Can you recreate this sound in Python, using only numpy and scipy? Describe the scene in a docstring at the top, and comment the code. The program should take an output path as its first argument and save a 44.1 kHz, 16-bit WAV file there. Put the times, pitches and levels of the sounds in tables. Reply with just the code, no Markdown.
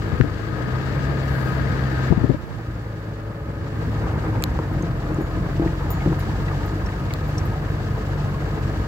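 """A V8 pulls over beach sand, heard in a pickup's cab by the open window, as a finger bumps the left mic.
The engine eases off, then plods on along a dirt track: its firings boom in the exhaust and growl and
clatter through the engine bay. Under it the tyres rumble over lumps, hiss on sand and crunch stones.
On the track, bumps knock the body, trim snaps, grit ticks and dangling keys clink."""
import sys
import numpy as np
from scipy import signal
from scipy.fft import rfft, irfft, next_fast_len
from scipy.io import wavfile

SR = 44100
rng = np.random.default_rng(int(sys.argv[2]) if len(sys.argv) > 2 else 0)


def int16_out(signal):
    """Quantize to a 16-bit WAV file."""
    q = np.round(np.clip(np.atleast_2d(signal).T, -1, 1) * 32767)
    wavfile.write(sys.argv[1], SR, q.astype(np.int16))


N = 391166

# Stereo width of the cab. Each row: frequency in Hz, left-right likeness (1 is mono).
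EAR_LIKENESS = [(60, 1), (130, 1), (290, 0.87), (640, 0.72), (1410, 0.045), (3100, 0.41), (6820, -0.12),
                (15000, 0.02)]
# Tone of the thin hiss. Each row: frequency in Hz, level in dB.
HISS_SPECTRUM = [(3000, -33), (7000, -0.5), (9200, -2), (11000, 3), (13500, 4), (16000, 1.5)]
# Finger bumps on the left mic. Each row: start in seconds, peak in dB, pitch in Hz, length in seconds.
HANDLING_THUMPS = [(0.12, -10.5, 152, 0.022), (0.199, -2, 234, 0.0091), (0.207, -2.5, 127, 0.0095),
                   (0.236, -8, 288, 0.017), (2.103, -1.5, 169, 0.011), (2.120, -1.5, 336, 0.0089),
                   (2.121, -22, 900, 0.0079), (2.174, -3, 170, 0.0064), (2.2, -11, 144, 0.037),
                   (2.235, -4, 267, 0.013), (2.293, -2, 265, 0.012), (2.341, -9.5, 296, 0.0071)]
# Keys touching. Each row: start in seconds, then the level in dB of each of the three keys.
KEY_CLINKS = [(4.73, -70, -70, -56), (5.2146, -55, -62, -53), (5.9047, -47, -57, -32),
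              (5.915, -58, -64, -35), (6.025, -60, -72, -68), (6.1924, -60, -51, -44),
              (6.6594, -60, -65, -47), (7.2802, -70, -68, -52), (7.454, -68, -63, -46)]
# One list of modes per key. Each row: pitch in Hz, level in dB, 60 dB ring time in seconds.
KEY_MODES = [
    [(5420, -7, .1), (6952, 0, .36)],
    [(9748, 4, .22), (12875, 8, .09)],
    [(8858, -9, .07), (14365, 1, .08), (14550, -6, .045), (14800, -9, .025), (15100, -9, .02)],
]
# Grit and cracking stones. Each row: start in seconds, level in dB, pitch in Hz, decay in seconds,
# left over right in dB.
GRIT_TICKS = [(0.2114, -8, 1640, 0.00056, 6), (0.2113, -18, 2900, 0.0005, 8),
              (4.263, -25.5, 990, 0.0044, 1), (4.4241, -17, 2500, 0.00046, 3),
              (4.424, -17, 8000, 0.00019, 5), (4.824, -29, 6400, 0.0019, 0),
              (5.1446, -32, 6900, 0.00082, 3), (5.674, -24, 1890, 0.0054, 1), (5.806, -24.5, 950, .005, 1),
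              (6.005, -27, 2200, 0.0043, 1), (6.02, -26, 2180, 0.0043, 1), (6.225, -25, 943, .006, 1),
              (6.297, -26, 980, .004, 1), (6.481, -23, 1920, 0.0054, 1), (6.513, -18.5, 1200, 0.0037, 1),
              (6.634, -30, 1590, .003, 1), (6.818, -23.5, 1210, .004, 1), (6.849, -28, 980, 0.0044, -1),
              (6.861, -30, 5600, 0.0033, 2), (6.869, -26, 1720, .003, 1), (6.888, -24, 1830, .004, 1),
              (7.105, -24, 2200, .005, 1), (7.38, -21.5, 5700, 0.0042, 1), (8.343, -23, 1100, 0.0034, 1)]
# Trim close by. Each row: start in seconds, level in dB, left over right in dB, left delay in ms.
TRIM_SNAPS = [(4.4389, 0, -2, 0.29), (7.138, -11, -3, 0.25)]
# Modes of the trim and the body. Each row: pitch in Hz, level in dB, 60 dB ring time in seconds.
TRIM_MODES = [(1400, -17, 0.0027), (2300, -2, 0.0031), (4260, 6, 0.0021), (6800, 1, .0014),
              (11500, -5, .0018), (14000, 0, .0024)]
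BODY_MODES = [(121, -20, 0.073), (168.7, 5.5, 0.26), (214, 4, 0.042), (255, -20, 0.051), (307, 5.5, 0.1),
              (327, -6, 0.26), (397.7, -28, 0.041), (530, -7, 0.046), (634, -15, 0.085), (935, -6, 0.014),
              (1320, -16, .03)]
# Bumps that knock the body. Each row: start in seconds, level in dB, favoured pitch in Hz.
BODY_KNOCKS = [(4.590, -9.5, 950), (4.808, -20, 380), (4.835, -12.5, 192), (5.118, -19.5, 320),
               (5.186, -12, 330), (5.208, -11, 259), (5.597, -7, 310), (5.621, -12.5, 315),
               (5.649, -16.5, 650), (5.661, -8.5, 258), (6.061, -8, 300), (6.075, -5.5, 213),
               (6.119, -12, 290), (6.128, -15, 950), (6.76, -18, 304)]
# Roughness of the ground. Each row: time in seconds, roughness in dB.
GROUND_ROUGHNESS = [(0, 0), (.4, -3.5), (.75, -1.27), (2.05, 0.59), (2.4, -5), (3.45, -5.5), (4.15, 5),
                    (4.6, 1), (5.3, 1), (6.9, -0.5), (8.87, 0.9)]
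# Tone of the tyre rumble, tread roar and sand hiss. Each row: frequency in Hz, level in dB.
RUMBLE_SPECTRUM = [(15, -36), (28, -25), (42, -5), (60, 4), (100, 3.5), (160, 2), (220, -7.5), (320, -8.5),
                   (450, -24.5), (900, -71)]
ROAR_SPECTRUM = [(120, -6.5), (240, -11), (310, 7.5), (370, -2.5), (460, 3), (700, -6.5), (1000, -5),
                 (1600, -9.5), (2500, -21), (4000, -50)]
SAND_SPECTRUM = [(1500, -8.5), (2600, 7.5), (3400, 4.5), (4500, 0.5), (5400, 0), (7000, -1.5), (8200, -5),
                 (9300, -27), (11000, -31), (15500, -23)]
# Resonances of the cab's air, wheel arch and engine bay. Each row: centre in Hz, width in Hz, lift in dB.
CAB_RESONANCES = [(61.6, 7.4, 3.5), (148, 6.8, 3.5)]
ARCH_RESONANCES = [(2860, 160, 3.5), (3880, 250, 3), (4440, 170, 5.5), (4900, 300, 4.5), (7200, 500, 0.5)]
BAY_RESONANCES = [(314.5, 26.7, 12), (438, 38, 12), (583, 16, 11), (666, 45, 10.5), (1241, 92, 9),
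                  (1583, 43, 5), (1650, 30, 6), (2170, 67, 5), (4570, 320, 5)]
# The revs. Each row: time in seconds, firings per second.
FIRING_RATE = [(0, 51.2), (.35, 50.6), (.64, 61.2), (.82, 66.2), (1.1, 67.6), (1.44, 65.4), (1.7, 66.2),
               (1.92, 65.3), (2.08, 65.2), (2.28, 56.8), (2.55, 57.6), (2.95, 53.5), (3.25, 54), (4.3, 53),
               (4.95, 45), (5.6, 45), (6.5, 47.7), (7.2, 48.9), (8.87, 48)]
# The pull: up the sand, off the throttle, on again. Each row: time in seconds, effort in dB.
ENGINE_EFFORT = [(0, -1), (.35, -3), (.7, -1), (2.08, 1.5), (2.14, -3.5), (2.45, -5), (3.55, -6),
                 (3.85, -1), (5, -1.5), (6.3, 1.5), (7, -0.1), (8.87, 0.5)]
# Engine bay whistles. Each row: pitch in Hz, width in Hz.
WHISTLE_TONES = [(1255, 22), (1612, 24)]
# Their levels. Each row: level in dB, dB gained per dB of effort.
WHISTLE_DRIVE = [(-50.5, 0.92), (-56.5, 0.7)]
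# Orders that sing out. Each row: start and end in seconds, multiple of the firing rate, level in dB,
# left over right in dB.
WHINE_CUES = [(.7, 2.1, 6.875, -49, 3), (.65, 2.1, 10, -52, 3), (1.2, 2.1, 12, -48, 4),
              (.6, 2.1, 13, -52, 3), (1.3, 2.1, 22.375, -54, 2), (1.15, 2.124, 24.375, -47, 1),
              (2.7, 4.3, 10.5, -51, 3), (2.8, 3.7, 10, -54, 2), (2.7, 3.7, 11, -54, 2),
              (2.65, 3.5, 15, -61, 0), (2.85, 3.7, 23.5, -56, 0), (2.4, 3.7, 31.25, -59, 0),
              (7.4, 8.87, 9, -50, 5)]
# Tone of the clatter. Each row: frequency in Hz, level in dB.
CLATTER_SPECTRUM = [(120, 0.5), (220, 4), (450, -2), (700, -6.5), (1100, -6), (1450, -2), (1750, 3.5),
                    (2100, -7.5), (2600, -12.5), (3200, -15), (4700, -19.5), (5500, -30), (9000, -74)]
# Firing strength in dB of each of the eight cylinders in turn.
CYLINDER_DB = [4, -0.6, 3, 2, 1.5, 3.5, 0.5, 3]
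# The weaker orders that growl. Each row: multiple of the firing rate, level in dB.
GROWL_ORDERS = [(1.5, -8), (2.5, -8), (3.25, -13.5), (4, -11.5), (4.625, -19), (5.5, -22.5), (6, -17),
                (6.875, -22.5), (8, -20), (9, -25.5), (10, -32.5), (12, -30), (13, -28.5), (14, -28.5),
                (15, -22.5), (22.375, -27), (26, -31)]
# First, second and third exhaust order. Each row: level in dB, dB gained per dB of effort.
EXHAUST_ORDERS = [(-.5, 1), (1.1, 1.2), (-6.5, 1.5)]
# How the cab booms with the exhaust. Each row: pitch in Hz, gain in dB.
CAB_RESPONSE = [(45, -29.5), (54, -35.5), (66, -32), (90, -35), (104, -29), (134, -26.5), (146, -26.5),
                (162, -36), (200, -38.5)]

# Layer faders. Each pair: level in dB, dB gained per dB of ground roughness or engine effort.
RUMBLE_LEVEL, ROAR_LEVEL, GRAVEL_LEVEL = (-27.5, 0.89), (-35, 0.81), (-46.5, 0.59)
SAND_LEVEL, HISS_LEVEL = (-49, 1.16), (-55, 0.86)
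CLATTER_LEVEL, GROWL_LEVEL = (-39, 0.99), (-33, 1)
SAND_ENDS_S, SAND_FADE_S = 3.5, 0.5
CUTOFF_HZ = 15900


def from_db(db):
    """Decibels to gain."""
    return 10 ** (np.asarray(db) / 20)


def rms_one(x):
    """Scale to rms 1."""
    return x / np.sqrt(np.mean(x ** 2) + 1e-20)


def in_time(curve):
    """Read a curve sample by sample."""
    return np.interp(np.arange(N) / SR, *np.transpose(curve))


def at_hz(points, hz):
    """Read a spectrum on a log-frequency axis."""
    points = np.array(points)
    return np.interp(np.log(hz + 1e-9), np.log(points[:, 0]), points[:, 1])


def peaks_db(resonances, hz):
    """Lift that a set of resonances gives at these frequencies."""
    return sum(top / (1 + (2 * (hz - centre) / width) ** 2) for centre, width, top in resonances)


def pan(db):
    """Left and right gains, the left louder by db."""
    return from_db(np.array([[.5], [-.5]]) * db)


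def left_lift(db):
    """Gains that raise the left channel alone."""
    return from_db(np.array([[1], [0]]) * db)


def swell(start_s, end_s, fade_s):
    """Rise from 0 to 1, hold, fall back."""
    t = np.arange(N) / SR
    return np.clip(np.minimum(t - start_s, end_s - t) / fade_s, 0, 1)


def hold_until(end_s, fade_s):
    """Hold at 1, then fade to 0."""
    return 1 - np.clip((np.arange(N) / SR - end_s) / fade_s, 0, 1)


def driven(level, control_db):
    """Gain of a layer that rides a control."""
    db, follows = level
    return from_db(db + follows * control_db)


def drift(rate_hz):
    """A slow random wobble of rms about 1."""
    r = np.exp(-80 * np.pi * rate_hz / SR)
    slow = signal.lfilter([1], [1, -2 * r, r * r], rng.standard_normal(N // 40 + 2002))[2000:]
    return np.interp(np.arange(N) / 40, np.arange(len(slow)), rms_one(slow))


def noise():
    """Two unrelated white noises."""
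    return rng.standard_normal((2, N))


def band_noise(order, low_hz, high_hz, shape):
    """Band-passed noise of rms 1."""
    band = signal.butter(order, [low_hz, high_hz], "band", fs=SR, output="sos")
    return rms_one(signal.sosfilt(band, rng.standard_normal(shape)))


def ring(x, hz, t60):
    """A resonator: a unit click sets a sine of height 1 ringing."""
    r, w = from_db(-60 / (t60 * SR)), 2 * np.pi * hz / SR
    return signal.lfilter([0, np.sin(w)], [1, -2 * r * np.cos(w), r * r], x + 1e-18)


def struck(hz, t60, t):
    """A struck mode: a sine that dies by 60 dB in t60 seconds."""
    return np.sin(2 * np.pi * hz * t) * np.exp(-np.log(1000) * t / t60)


def add(out, s, sound):
    """Mix a short sound in at s seconds."""
    at = round(s * SR)
    out[..., at:at + sound.shape[-1]] += sound[..., :N - at]


def in_cab(pair, spectrum, resonances=()):
    """Colour two unrelated signals and blend them into left and right, alike in the bass."""
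    size = next_fast_len(N)
    hz = np.arange(size // 2 + 1) * SR / size
    alike = np.clip(at_hz(EAR_LIKENESS, hz), 0, .95)
    mid, side = rfft(pair, size) * from_db(at_hz(spectrum, hz) + peaks_db(resonances, hz))
    ears = np.sqrt(1 + alike) * mid + np.sqrt(1 - alike) * side * [[1], [-1]]
    return rms_one(irfft(ears, size)[:, :N])


def hiss(effort_db, swell_db=5.5):
    """A thin hiss, mostly on the left, that rises with effort and swells once."""
    gain = driven(HISS_LEVEL, effort_db) * from_db(swell_db * swell(1.175, 1.64, fade_s=.16))
    return gain * in_cab(noise(), HISS_SPECTRUM) * from_db([[0], [-16]])


def port_wind(level_db=-32, lump_db=-1.5):
    """Wind rumbles in lumps on the left microphone port alone."""
    return from_db(level_db + lump_db * drift(9.7)) * band_noise(2, 60, 220, N) * [[1], [0]]


def handling_thumps(low_hz=75, edge_ratio=1.79, ragged=0.57):
    """A finger bumps and rubs the left mic: a few ragged cycles over a slower heave."""
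    out, t = np.zeros(N), np.arange(4096) / SR
    for s, db, hz, length in HANDLING_THUMPS:
        swing = np.sin(2 * np.pi * hz * t) + ragged * band_noise(4, low_hz, edge_ratio * hz, len(t))
        heave = np.sin(np.pi * hz * t)
        thump = (swing + heave) * t * np.exp(-2 * t / length)
        add(out, s, from_db(db) * thump / np.abs(thump).max())
    return out * from_db([[0], [-21]])


def bass_dip(x, below_hz=190):
    """The bass drops out for a moment."""
    thin = signal.sosfilt(signal.butter(2, below_hz, "high", fs=SR, output="sos"), x)
    return x + swell(2.29, 2.66, fade_s=0.16) * (thin - x)


def keys(jingle_per_s=18, jingle_db=-68, scatter_db=1.2):
    """Dangling keys clink now and then and tremble lightly for a while; each rings with its own modes."""
    out, t = np.zeros((2, N)), np.arange(16384) / SR
    touch_rate = jingle_per_s * swell(6.95, 7.75, fade_s=.3)
    touch_times = np.flatnonzero(rng.random(N) < touch_rate / SR) / SR
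    jingle = [[s] + [jingle_db] * len(KEY_MODES) for s in touch_times]
    for s, *strengths in list(KEY_CLINKS) + jingle:
        for db, key in zip(strengths, KEY_MODES):
            hz, mode_db, t60 = np.array(key).T
            gains = from_db(db + mode_db + scatter_db * rng.standard_normal((2, len(hz))))
            add(out, s, gains @ struck(hz[:, None], t60[:, None], t))
    return out


def grit(crack=0.18, gain_db=-4.5):
    """Grit snaps: a few cycles of ring and a burst of noise an octave wide around the same pitch."""
    out, t = np.zeros((2, N)), np.arange(2048) / SR
    for s, db, hz, decay, side_db in GRIT_TICKS:
        burst = band_noise(2, hz / np.sqrt(2), min(hz * np.sqrt(2), CUTOFF_HZ), (2, len(t)))
        tick = (np.sin(2 * np.pi * hz * t) / 2 + crack * burst) * np.sqrt(t) * np.exp(-t / decay)
        tick /= np.abs(tick).max(axis=1, keepdims=True)
        add(out, s, from_db(db + gain_db) * pan(side_db) * tick)
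    return out


def trim_snaps(scatter_db=1.0):
    """One hard release sets the trim ringing for a millisecond or two; it reaches the right mic first."""
    out, t = np.zeros((2, N)), np.arange(512) / SR
    hz, mode_db, t60 = np.array(TRIM_MODES).T[:, :, None, None]
    for s, db, side_db, lag_ms in TRIM_SNAPS:
        age = np.maximum(t - np.array([[lag_ms / 1000], [0]]), 0)
        gains = from_db(mode_db + scatter_db * rng.standard_normal((len(TRIM_MODES), 2, 1)))
        snap = np.sum(gains * struck(hz, t60, age), axis=0)
        add(out, s, from_db(db) * pan(side_db) * snap / np.abs(snap).max())
    return out


def body_knocks(reach_octaves=.5, rattle=0.1, rattle_s=0.025):
    """Bumps knock the body; each favours the modes near its own pitch and sets loose panels rattling."""
    out, t = np.zeros(N), np.arange(8192) / SR
    hz, mode_db, t60 = np.array(BODY_MODES).T[:, :, None]
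    for s, db, centre in BODY_KNOCKS:
        nearness = 1 / (1 + (np.log2(hz / centre) / reach_octaves) ** 2)
        gains = nearness * from_db(mode_db + rng.normal(0, 0.46, hz.shape))
        knock = np.sum(gains * struck(hz, t60, t), axis=0)
        panels = rattle * np.exp(-t / rattle_s) * band_noise(3, 160, 470, len(t))
        add(out, s, from_db(db) * (panels - knock / np.abs(knock).max()))
    return out * pan(2.3)


def gravel(rough_db, on_sand, stones_per_s=80, patch_db=4.5, sand_softens_db=8, ring_cycles=22):
    """Stones crunch under the tread, each a short swelling ring; rough dirt has more and louder ones."""
    loose_patch = swell(5.4, 7, fade_s=.35)
    stony_db = rough_db + patch_db * loose_patch - sand_softens_db * on_sand
    at = np.flatnonzero(rng.random(N) < stones_per_s * from_db(stony_db) / SR)
    pitches = np.geomspace(760, 2250, num=18)
    pitch_index = rng.integers(0, len(pitches), len(at))
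    size_db = np.minimum(rng.exponential(1, len(at)), 2)
    clicks = np.zeros((len(pitches), N))
    clicks[pitch_index, at] = from_db(size_db) * rng.choice([-1, 1], len(at))
    crunch = np.zeros((2, N))
    for train, hz in zip(clicks, pitches):
        t60 = ring_cycles / hz
        # ringing twice rounds off the attack
        crunch += ring(ring(train, hz, t60), hz, t60) * pan(rng.normal(1, 2.5))
    return driven(GRAVEL_LEVEL, stony_db) * rms_one(crunch)


def tyre_rumble(rough_db, on_sand, lump_db=2.0, cushion_db=1.5):
    """Lumpy ground shakes the cab; soft sand cushions it a little."""
    gain = driven(RUMBLE_LEVEL, rough_db) * from_db(lump_db * drift(12) - cushion_db * on_sand)
    return gain * in_cab(noise(), RUMBLE_SPECTRUM, CAB_RESONANCES) * pan(0.62)


def tread_roar(rough_db, crunch_db=1.88):
    """The tread roars unevenly, louder on rough ground."""
    gain = driven(ROAR_LEVEL, rough_db) * from_db(crunch_db * drift(27))
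    return gain * in_cab(noise(), ROAR_SPECTRUM) * pan(2.3)


def sand_hiss(effort_db, grain_db=1.5):
    """Sand hisses in the wheel arch as the wheels pull."""
    gain = driven(SAND_LEVEL, effort_db) * from_db(grain_db * drift(26))
    return gain * in_cab(noise(), SAND_SPECTRUM, ARCH_RESONANCES) * pan(0.82)


def whistles(effort_db):
    """Air whistles at fixed pitches whatever the revs: noise twice through a narrow resonance."""
    out = np.zeros(N)
    for (hz, width), level in zip(WHISTLE_TONES, WHISTLE_DRIVE):
        b, a = signal.iirpeak(hz, hz / width, fs=SR)
        tone = signal.lfilter(b, a, signal.lfilter(b, a, rng.standard_normal(N)))
        out += driven(level, effort_db) * rms_one(tone)
    return out


def order_tone(firings, multiple, db):
    """One engine order of a given rms level, its phase slightly unsteady."""
    phase = 2 * np.pi * (multiple * firings + rng.random()) + 0.11 * drift(3.2)
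    return np.sqrt(2) * from_db(db) * np.sin(phase)


def whines(firings, fade_s=0.2, waver_db=2.4):
    """Single engine orders sing out on cue, fading twice as fast as they swell."""
    out, t = np.zeros((2, N)), np.arange(N) / SR
    for start, end, multiple, db, side_db in WHINE_CUES:
        gate = np.clip(np.minimum(t - start, 2 * (end - t)) / fade_s, 0, 1)
        out += gate * order_tone(firings, multiple, db + waver_db * drift(3.1)) * pan(side_db)
    return out


def clatter(firings, decay_s=0.028, scatter_db=-0.1, repeating=1.2, fresh=1.1):
    """Every cylinder fires with a knock of its own that repeats each cycle, plus a puff of fresh noise."""
    at = np.flatnonzero(np.diff(np.floor(firings)))
    cylinders = np.arange(len(at)) % len(CYLINDER_DB)
    strengths = from_db(np.array(CYLINDER_DB)[cylinders] + scatter_db * rng.standard_normal(len(at)))
    fade = np.exp(-np.arange(2048) / SR / decay_s)
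    shared_knock = rng.standard_normal((2, len(fade)))
    knocks = shared_knock + repeating * rng.standard_normal((len(CYLINDER_DB), 2, len(fade)))
    out = np.zeros((2, N))
    for sample, cylinder, gain in zip(at, cylinders, strengths):
        puff = fresh * rng.standard_normal((2, len(fade)))
        add(out, sample / SR, gain * fade * (knocks[cylinder] + puff))
    return in_cab(out, CLATTER_SPECTRUM, BAY_RESONANCES)


def growl(firing_hz, firings, bay_share=0.71, flutter_db=2.6):
    """Higher orders flutter, and swell as they pass through the bay's resonances."""
    out = np.zeros(N)
    for multiple, db in GROWL_ORDERS:
        bay_db = bay_share * peaks_db(BAY_RESONANCES, multiple * firing_hz)
        out += order_tone(firings, multiple, db + bay_db + flutter_db * drift(3.6))
    return out


def exhaust(firing_hz, firings, effort_db, throb_db=1.25):
    """The lowest orders throb, grow with effort and boom where the cab favours them."""
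    out = np.zeros(N)
    for multiple, (db, follows) in enumerate(EXHAUST_ORDERS, 1):
        boom_db = db + follows * effort_db + at_hz(CAB_RESPONSE, multiple * firing_hz)
        out += order_tone(firings, multiple, boom_db + throb_db * drift(18))
    return out


def engine(effort_db, left_loud):
    """The V8: exhaust boom, growl, clatter and whines locked to the firings, plus steady whistles."""
    firing_hz = in_time(FIRING_RATE)
    firings = np.cumsum(firing_hz) / SR
    growling = driven(GROWL_LEVEL, effort_db) * growl(firing_hz, firings) * pan(1.4)
    clattering = driven(CLATTER_LEVEL, effort_db) * clatter(firings) * pan(0.69)
    top_end = clattering + whistles(effort_db)
    bay = growling * left_lift(1.5 * left_loud) + top_end * left_lift(8.5 * left_loud)
    return exhaust(firing_hz, firings, effort_db) * pan(0.56) + bay + whines(firings)


def scene(left_lag_samples=6):
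    """The mix: engine, tyres and small rattles in the cab; handling, wind and hiss at the left mic."""
    effort_db, rough_db = in_time(ENGINE_EFFORT), in_time(GROUND_ROUGHNESS)
    on_sand = hold_until(SAND_ENDS_S, SAND_FADE_S)
    left_loud = hold_until(2.33, fade_s=0.03)  # at first the left mic is the louder one
    rumble = tyre_rumble(rough_db, on_sand)
    tread = (tread_roar(rough_db) + sand_hiss(effort_db)) * left_lift(2.5 * left_loud)
    ground = rumble + tread + gravel(rough_db, on_sand)
    left, right = engine(effort_db, left_loud) + ground + body_knocks() + grit() + keys()
    # sound from the cab reaches the left mic just after the right
    late_left = np.pad(bass_dip(left), (left_lag_samples, 0))[:N]
    cab = np.array([late_left, right])
    return cab + trim_snaps() + handling_thumps() + left_loud * port_wind() + hiss(effort_db)


def record(dry, notch_hz=9420, notch_width_hz=1080, notch_depth=0.22):
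    """The mics lose the deepest bass and a slice of treble; peaks clip and the top is cut."""
    notched = signal.lfilter(*signal.iirnotch(notch_hz, notch_hz / notch_width_hz, fs=SR), dry)
    heard = dry + notch_depth * (notched - dry)
    low_cut = signal.butter(2, 22, "high", fs=SR, output="sos")
    high_cut = signal.ellip(12, .1, 80, CUTOFF_HZ, fs=SR, output="sos")
    clipped = np.clip(signal.sosfilt(low_cut, heard), -1, 1)
    return signal.sosfilt(high_cut, clipped)


dry = scene()
out = record(dry)
int16_out(out)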